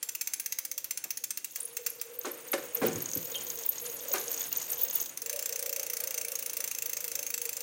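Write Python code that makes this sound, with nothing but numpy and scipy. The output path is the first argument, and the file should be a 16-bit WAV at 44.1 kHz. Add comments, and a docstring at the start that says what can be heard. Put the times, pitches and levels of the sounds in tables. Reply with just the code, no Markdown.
"""A bicycle's rear wheel close to a microphone, over a deep murmur, tyre hum, rumble and the hiss of the spokes.
The freewheel first ticks slowly, a spray of impacts ringing the hub at each tooth; single teeth then slip.
The crank drives the chain: rollers click, links squeak and sizzle, knocks shake the frame, a spoke pings.
Teeth slip again as the crank lets go, then the wheel coasts with fast ticks, their gaps slowly growing.
A small hard space echoes freewheel, chain and frame throughout."""
import sys
import numpy as np
from scipy import signal
from scipy.fft import rfft, irfft, next_fast_len
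from scipy.io import wavfile
from scipy.ndimage import uniform_filter1d

SR = 44100
rng = np.random.default_rng(int(sys.argv[2]) if len(sys.argv) > 2 else 0)


def master(y):
    """Save y as 16-bit WAV."""
    cut = np.clip(np.atleast_2d(y).T, -1, 1)
    pcm = np.round(cut * 32767)  # scale
    wavfile.write(sys.argv[1], SR, pcm.astype(np.int16))


N = 336042
BAND_TOP_HZ = .49 * SR  # just below Nyquist


def undb(db):
    """dB to gain."""
    return 10 ** (np.asarray(db) / 20)


def unit(x):
    """Scale to rms 1."""
    return x / np.sqrt(np.mean(x ** 2))


def peak_one(x):
    """Scale to peak 1."""
    return x / np.abs(x).max()


def band(x, lo_hz, hi_hz, order=2):
    """Butterworth band-pass."""
    return signal.sosfilt(signal.butter(order, [lo_hz, hi_hz], "band", fs=SR, output="sos"), x)


def noise_band(lo_hz, hi_hz):
    """Band-passed white noise."""
    return band(rng.standard_normal(N), lo_hz, hi_hz)


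def coloured(spectrum):
    """Noise of rms 1, its spectrum drawn through (frequency [Hz], density [dB]) points."""
    hz, db = np.transpose(spectrum)
    size = next_fast_len(N)
    bins_hz = np.arange(1, size // 2 + 2) * SR / size
    gain = undb(np.interp(np.log(bins_hz), np.log(hz), db, left=-90, right=-90))
    return unit(irfft(rfft(rng.standard_normal(size)) * gain, size)[:N])


def envelope(points):
    """Levels in dB at every sample, straight lines between (time [s], level [dB]) points."""
    return np.interp(np.arange(N) / SR, *np.transpose(points))


def smooth_twice(x, size):
    """Two running means."""
    return uniform_filter1d(uniform_filter1d(x, size), size)


def walk(rate_hz):
    """Random levels held 1 / rate_hz seconds and slewed twice; spread near 1."""
    hold = int(SR / rate_hz)
    steps = np.repeat(rng.standard_normal(N // hold + 1), hold)
    return 1.9 * smooth_twice(steps, hold)[:N]


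def add(track, s, sound, peak_db):
    """Lay a sound with the given peak into the track."""
    i = int(s * SR)
    track[i:i + len(sound)] += (undb(peak_db) * peak_one(sound))[:N - i]


def ring(modes, length_s, scatter_db, detune):
    """One blow on an object: each mode is four close decaying sines, mixed anew by every blow."""
    t = np.arange(int(length_s * SR))[:, None] / SR
    hz, db, t60_s = np.repeat(np.transpose(modes), 4, axis=1)
    level_chance, pitch_chance = rng.standard_normal((len(hz), 2)).T
    decay = np.exp(-np.log(1000) * t / t60_s)
    tones = np.sin(2 * np.pi * hz * (1 + detune * pitch_chance) * t)
    return (undb(db + scatter_db * level_chance) * decay * tones).sum(1)


def chatter(length_s, density, rise_s):
    """A spray of small impacts over a weaker scrape: swells in rise_s, decays by e each length_s."""
    t = np.arange(int(5 * length_s * SR) + 8) / SR
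    hit_chance, height = rng.random((len(t), 2)).T
    hits = np.where(hit_chance < density, 1, .15) * (2 * height - 1)
    return hits * (1 - np.exp(-t / rise_s)) * np.exp(-t / length_s)


def squeak(hz, length_s, glide):
    """Stick-slip whistle of metal on metal: a short gliding tone, its level torn by the slipping."""
    t = np.linspace(0, 1, int(length_s * SR) + 12)  # fraction of the length
    pitch_hz = hz * (1 + glide * (t - .5))
    slips = unit(smooth_twice(rng.standard_normal(len(t)), 12))
    level = np.sin(np.pi * t ** .72) ** 2 * (1 + .8 * slips)
    return level * np.sin(2 * np.pi * np.cumsum(pitch_hz) / SR)


def murmur():
    """Deep murmur of the place: low noise swelling slowly from first to last."""
    return undb(np.linspace(-86.5, -76.5, N)) * unit(noise_band(35, 88))


def room(x):
    """Dense, slightly dull echoes of nearby hard surfaces: a decaying noise tail."""
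    t60_s, wet_db, gap_s, damp_hz = .46, -12, .0011, 9000
    t = np.arange(int(.4 * SR)) / SR
    tail = rng.standard_normal(len(t)) * np.exp(-np.log(1000) * t / t60_s) * (t > gap_s)
    tail = band(tail, 74, damp_hz, order=1)
    return x + undb(wet_db) * signal.fftconvolve(x, tail / np.linalg.norm(tail))[:N]


# turning wheel, spectrum of the rumble: (frequency [Hz], density [dB])
RUMBLE_SPECTRUM = [(60, -40), (85, -37), (113, -0.5), (171, -5.5), (229, -3.5), (285, 0.5), (400, -0.5),
                   (520, -67)]
# rumble: (time [s], level [dB])
RUMBLE_LEVEL = [(0, -72), (2.0, -68), (2.78, -60), (2.9, -50.5), (3.6, -61.5), (5.0, -60.5), (5.3, -66),
                (7.62, -66)]


def wheel_rumble():
    """Low noise of the turning wheel, wavering slightly."""
    return undb(envelope(RUMBLE_LEVEL) + .7 * walk(11)) * coloured(RUMBLE_SPECTRUM)


# spokes in air, spectrum of the hiss: (frequency [Hz], density [dB])
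HISS_SPECTRUM = [(350, -23), (620, -2), (800, -2), (1090, -2.5), (2700, -1.5), (3950, -10.5), (5210, -10.5),
                 (6490, -14.5), (9500, 0.5), (12400, -72)]
# hiss: (time [s], level [dB])
HISS_LEVEL = [(0, -60.5), (1.56, -65.5), (1.6, -55.5), (1.8, -60), (2.5, -52.5), (5.0, -50), (5.15, -58.5),
              (5.3, -54), (7.62, -56)]


def spoke_hiss():
    """Spokes hiss through the air: wavering coloured noise."""
    return undb(envelope(HISS_LEVEL) + 1.5 * walk(40)) * coloured(HISS_SPECTRUM)


# air ring in the tyre, then the broad roar above it: (centre [Hz], width [Hz])
TYRE_BANDS = [(474, 40), (530, 110)]
# tyre hum: (time [s], level [dB])
HUM_LEVEL = [(0, -71.5), (1.55, -80), (1.6, -51), (1.78, -55), (1.95, -58.5), (2.2, -51.5), (3.4, -53.5),
             (4.8, -56.5), (5.03, -56.5), (5.11, -77), (5.22, -52), (6.0, -53.5), (6.4, -57.5),
             (7.62, -55.5)]
# roar above the hum: (time [s], level [dB])
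ROAR_LEVEL = [(0, -72), (1.55, -72.5), (2.3, -57.5), (5.0, -58.5), (5.12, -63), (5.35, -50), (6.4, -55),
              (7.62, -59)]


def tyre():
    """The tyre's air ring hums and roars: two noise bands, each wavering on its own."""
    out = np.zeros(N)
    for (hz, width_hz), level in zip(TYRE_BANDS, (HUM_LEVEL, ROAR_LEVEL)):
        noise = unit(noise_band(hz - width_hz / 2, hz + width_hz / 2))
        out += undb(envelope(level) + 2.76 * walk(14)) * noise
    return out


# blows on the frame: (time [s], thud peak [dB], rattle peak [dB], contact [ms],
# rattle decay time [s], rattle centre [Hz])
FRAME_KNOCKS = [(1.041, -50, -44, 0.9, 0.016, 1000), (2.246, -29.5, -28, 0.25, 0.027, 1240),
                (2.531, -20, -19, 0.17, 0.0094, 1520), (2.576, -32, -33, 0.23, 0.0089, 1570),
                (2.814, -17, -28, 0.65, 0.046, 1270), (2.849, -24.5, -30, 2.1, 0.019, 2300),
                (2.946, -32.5, -39.5, 2.56, 0.043, 1460), (3.156, -32, -42, 2.8, 0.015, 1520),
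                (4.138, -29, -25, 0.32, 0.029, 1220)]
# frame modes: (frequency [Hz], level [dB], t60 [s])
FRAME_MODES = [(166.3, -7, 0.42), (240, -11.5, 0.21), (358, 11, 0.048), (427, 6.5, 0.081),
               (481, 6.5, 0.065), (538, 5.5, 0.059), (750, -1, 0.091), (1037, -3, 0.18), (1410, 0.5, 0.05),
               (1800, 6, 0.051)]


def frame_knocks():
    """Knocks shake the frame, longer contact giving a duller thud, with loose parts rattling."""
    out = np.zeros(N)
    for s, thud_db, rattle_db, contact_ms, rattle_s, rattle_hz in FRAME_KNOCKS:
        blows = chatter(rattle_s, density=.025, rise_s=.0029)
        push = np.hanning(int(contact_ms * SR / 1000) + 3)
        body = ring(FRAME_MODES, .25, scatter_db=2, detune=.03)
        thud = signal.fftconvolve(np.convolve(blows, push), body)
        # a brief tap is too light to move the deep modes
        low_hz = 62 + 70 / (contact_ms + .028)
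        add(out, s, band(thud, low_hz, 4200, order=3), thud_db)
        rattle = chatter(rattle_s, density=.05, rise_s=.0011)
        add(out, s, band(rattle, rattle_hz / 1.98, rattle_hz * 1.6), rattle_db)
        bright_rattle = chatter(rattle_s, density=.091, rise_s=.009)
        add(out, s, band(bright_rattle, 1400, 10300), rattle_db - .5)
    return out


# pings of a spoke: (time [s], peak [dB])
SPOKE_PINGS = [(3.347, -28)]
# spoke modes: (frequency [Hz], level [dB], t60 [s])
SPOKE_MODES = [(3060, 0, .12)]


def spoke_pings():
    """A spoke slips over its neighbour with a squeak, then rings."""
    out = np.zeros(N)
    for s, db in SPOKE_PINGS:
        tap = chatter(.0056, density=.12, rise_s=.002)
        spoke = ring(SPOKE_MODES, .2, scatter_db=2, detune=.03)
        add(out, s, signal.fftconvolve(tap, spoke), db)
        add(out, s - .008, squeak(3590, .0153, -.28), db - 3)
    return out


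# sprocket modes, for roller clicks and sizzle: (frequency [Hz], level [dB], t60 [s])
SPROCKET_MODES = [(6320, -10.5, 0.02), (6624, -3, 0.019), (7670, -14, 0.012), (12730, -10, 0.006)]
# links grinding, heard through the frame: (frequency [Hz], density [dB])
GRIND_SPECTRUM = [(600, -23), (800, -5.5), (1030, -3.5), (1300, -26), (3400, -2), (4600, -6), (5600, -10)]
# gain on the whole sizzle mix: (time [s], level [dB])
SIZZLE_LEVEL = [(0, -50.5), (1.4, -59.5), (1.58, -41.5), (1.8, -52), (2.8, -46), (3.3, -39), (3.8, -39.5),
                (5.02, -35), (5.15, -54), (5.3, -49.5), (7.62, -48)]


def chain_sizzle():
    """A host of tiny squeaks, scraping, grinding and slack links tapping the sprocket at random."""
    grains = np.zeros(N)
    for when, pitch, size, length, bend in rng.random((1500, 5)):
        tiny = squeak(8500 + 7600 * pitch ** .38, .0019 + .028 * length, .16 * (bend - .5))
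        add(grains, when * (N - 9) / SR, tiny, -3.5 * np.log(size + .03))
    scrape = undb(3.7 * walk(60)) * noise_band(4700, BAND_TOP_HZ)
    # strong wavering tears the grind into crackles
    grind = undb(np.minimum(7 * walk(300), 12)) * coloured(GRIND_SPECTRUM)
    slack = np.zeros(N)
    # six spots on the sprocket, each with its own ring; 45 taps a second on average, mostly faint
    for tap_chance, strength in rng.random((6, 2, N)):
        taps = (tap_chance < 45 / SR) * undb(28 * strength)
        blows = chatter(.0034, density=.45, rise_s=.0005)
        spot = np.convolve(blows, ring(SPROCKET_MODES, .024, scatter_db=-9.5, detune=.045))
        slack += signal.fftconvolve(taps, spot)[:N]
    slack = band(slack, 2800, BAND_TOP_HZ)
    mix = .71 * unit(grains) + .13 * unit(scrape) + .15 * unit(grind) + .38 * unit(slack)
    return undb(envelope(SIZZLE_LEVEL)) * mix


# dry links squeaking: (time [s], peak [dB], pitch [Hz])
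LINK_SQUEAKS = [(1.603, -21, 9200), (1.63, -29, 9800), (1.653, -25.5, 10500), (1.9, -24.5, 11500),
                (1.997, -37, 4770), (2.189, -21, 14600), (2.314, -25, 12130), (2.518, -18.5, 12340),
                (2.748, -14.5, 13500), (2.865, -15, 15000), (3.0207, -23, 12650), (3.1513, -18.5, 13300),
                (3.175, -20, 13300), (3.661, -16, 15100), (3.691, -11.5, 13200), (4.123, -19, 15200),
                (4.133, -12, 13650), (4.315, -18, 13000), (4.412, -30.5, 3470), (4.4134, -22, 13900),
                (4.517, -34, 2800), (4.7, -25, 9000), (4.526, -17.5, 14700), (4.571, -17, 14600),
                (4.717, -18, 13300), (4.815, -15.5, 14200), (4.8344, -9, 15400), (4.8988, -21, 15200),
                (4.954, -12.5, 15000), (5.013, -16, 14300)]


def link_squeaks():
    """Dry links squeak, each gliding up or down at random."""
    out = np.zeros(N)
    for s, db, hz in LINK_SQUEAKS:
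        add(out, s - .002, squeak(hz, .013, .12 * rng.standard_normal()), db)
    return out


# rollers seating on the sprocket: (time [s], peak [dB])
ROLLER_CLICKS = [(2.212, -30), (2.2532, -30), (2.4842, -36), (2.53, -29), (2.77, -27), (2.8823, -28),
                 (2.9302, -27.5), (2.9575, -26), (3.004, -29), (3.0404, -35), (3.057, -22.5), (3.0884, -28),
                 (3.114, -22), (3.133, -22), (3.1717, -24.5), (3.271, -32), (3.3173, -29), (3.3544, -24.5),
                 (3.4667, -31), (3.501, -19.5), (3.5736, -31), (3.6357, -29.5), (3.781, -25), (3.863, -27),
                 (3.899, -30), (3.9953, -29), (4.0821, -27), (4.116, -24), (4.136, -22), (4.1812, -25),
                 (4.2124, -28), (4.2793, -24), (4.314, -28), (4.343, -24), (4.376, -27), (4.4064, -21.5),
                 (4.4387, -25), (4.527, -23.5), (4.555, -37), (4.561, -25), (4.5815, -24), (4.6253, -27),
                 (4.6616, -33), (4.73, -24), (4.825, -29), (4.8837, -25), (4.909, -24), (4.958, -27),
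                 (4.9997, -23), (5.0262, -24), (5.0587, -27.5), (5.0932, -29.5)]


def roller_clicks():
    """Rollers strike the sprocket, which rings briefly."""
    out = np.zeros(N)
    for s, db in ROLLER_CLICKS:
        blows = chatter(.0021, density=.34, rise_s=.0011)
        sprocket = ring(SPROCKET_MODES, .016, scatter_db=.5, detune=.013)
        add(out, s, band(signal.fftconvolve(blows, sprocket), 2800, BAND_TOP_HZ), db)
    return out


# hub and rim modes, damped by grease: (frequency [Hz], level [dB])
HUB_MODES = [(1440, -14), (2040, -17), (2300, -2), (2720, 8.5), (3500, -0.5), (4690, -5.5), (6430, 21),
             (7460, 20), (8700, 16.5), (10300, 19), (12300, 17.5), (13700, 13.5), (14450, 23), (15650, 22)]
# coasting, one tick a tooth: (first tick [s], teeth, starting gap [ms], half the gap's growth per tooth [ms])
COAST_RUNS = [(.02737, 22, 60.554, .16672), (5.3905, 63, 33.282, .03926)]
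# nominal tick peak of each coast: (level [dB])
COAST_LEVELS = [-18, -18.5]
# single teeth slipping as the crank catches the wheel or lets go: (time [s], nominal peak [dB])
TOOTH_SLIPS = [(1.444, -16.5), (1.558, -20), (1.7674, -18), (1.8628, -15), (2.013, -15.5), (5.173, -20.5),
               (5.218, -19.5), (5.26, -20), (5.2952, -19), (5.3285, -20.5), (5.36, -19)]


def freewheel():
    """Two pawls land a few ms apart: a wide grainy crack, a brief ring of the hub and a loose rattle."""
    ticks = list(TOOTH_SLIPS)
    for (first_s, teeth, gap_ms, growth_ms), db in zip(COAST_RUNS, COAST_LEVELS):
        ticks += [(first_s + (gap_ms * k + growth_ms * k * k) / 1000, db) for k in range(teeth)]
    # t60: a base time plus 42 cycles
    modes = [(hz, db, .005 + 42 / hz) for hz, db in HUB_MODES]
    out = np.zeros(N)
    for (s, db), (lag, second, size) in zip(ticks, rng.random((len(ticks), 3))):
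        blows = chatter(.0046, density=.22, rise_s=.0005)
        late = int((.001 + .004 * lag) * SR) + 1
        second_pawl = chatter(.0046, density=.2, rise_s=.0006)
        blows[late:] += .7 * second * second_pawl[:len(blows) - late]
        hub = peak_one(signal.fftconvolve(blows, ring(modes, .035, scatter_db=4.5, detune=.022)))
        bare_crack = band(peak_one(blows), 5500, 20000)
        hub[:len(blows)] += undb(-4) * bare_crack
        add(out, s + .0002, band(hub, 1950, BAND_TOP_HZ), db + 2.5 * (size - .5))
        rattle = chatter(.014, density=.035, rise_s=.011)
        add(out, s, band(rattle, 1370, 9000), db - 21)
    return out


def scene():
    """Mono: the struck and rubbing parts excite the room; wheel noise and murmur stay dry."""
    background = murmur() + wheel_rumble() + spoke_hiss() + tyre()
    frame = frame_knocks() + spoke_pings()
    chain = chain_sizzle() + link_squeaks() + roller_clicks()
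    return (background + room(frame + chain + freewheel()))[None]


def record(dry):
    """The microphone drops the deep bass; the treble falls away in a step, then a steep cut."""
    thin = signal.sosfilt(signal.butter(2, 70, "high", fs=SR, output="sos"), dry)
    step = signal.sosfilt(signal.ellip(6, .3, 26, 15900, fs=SR, output="sos"), thin)
    return signal.sosfilt(signal.ellip(10, .2, 80, 17146, fs=SR, output="sos"), step)


dry = scene()
out = record(dry)
master(out)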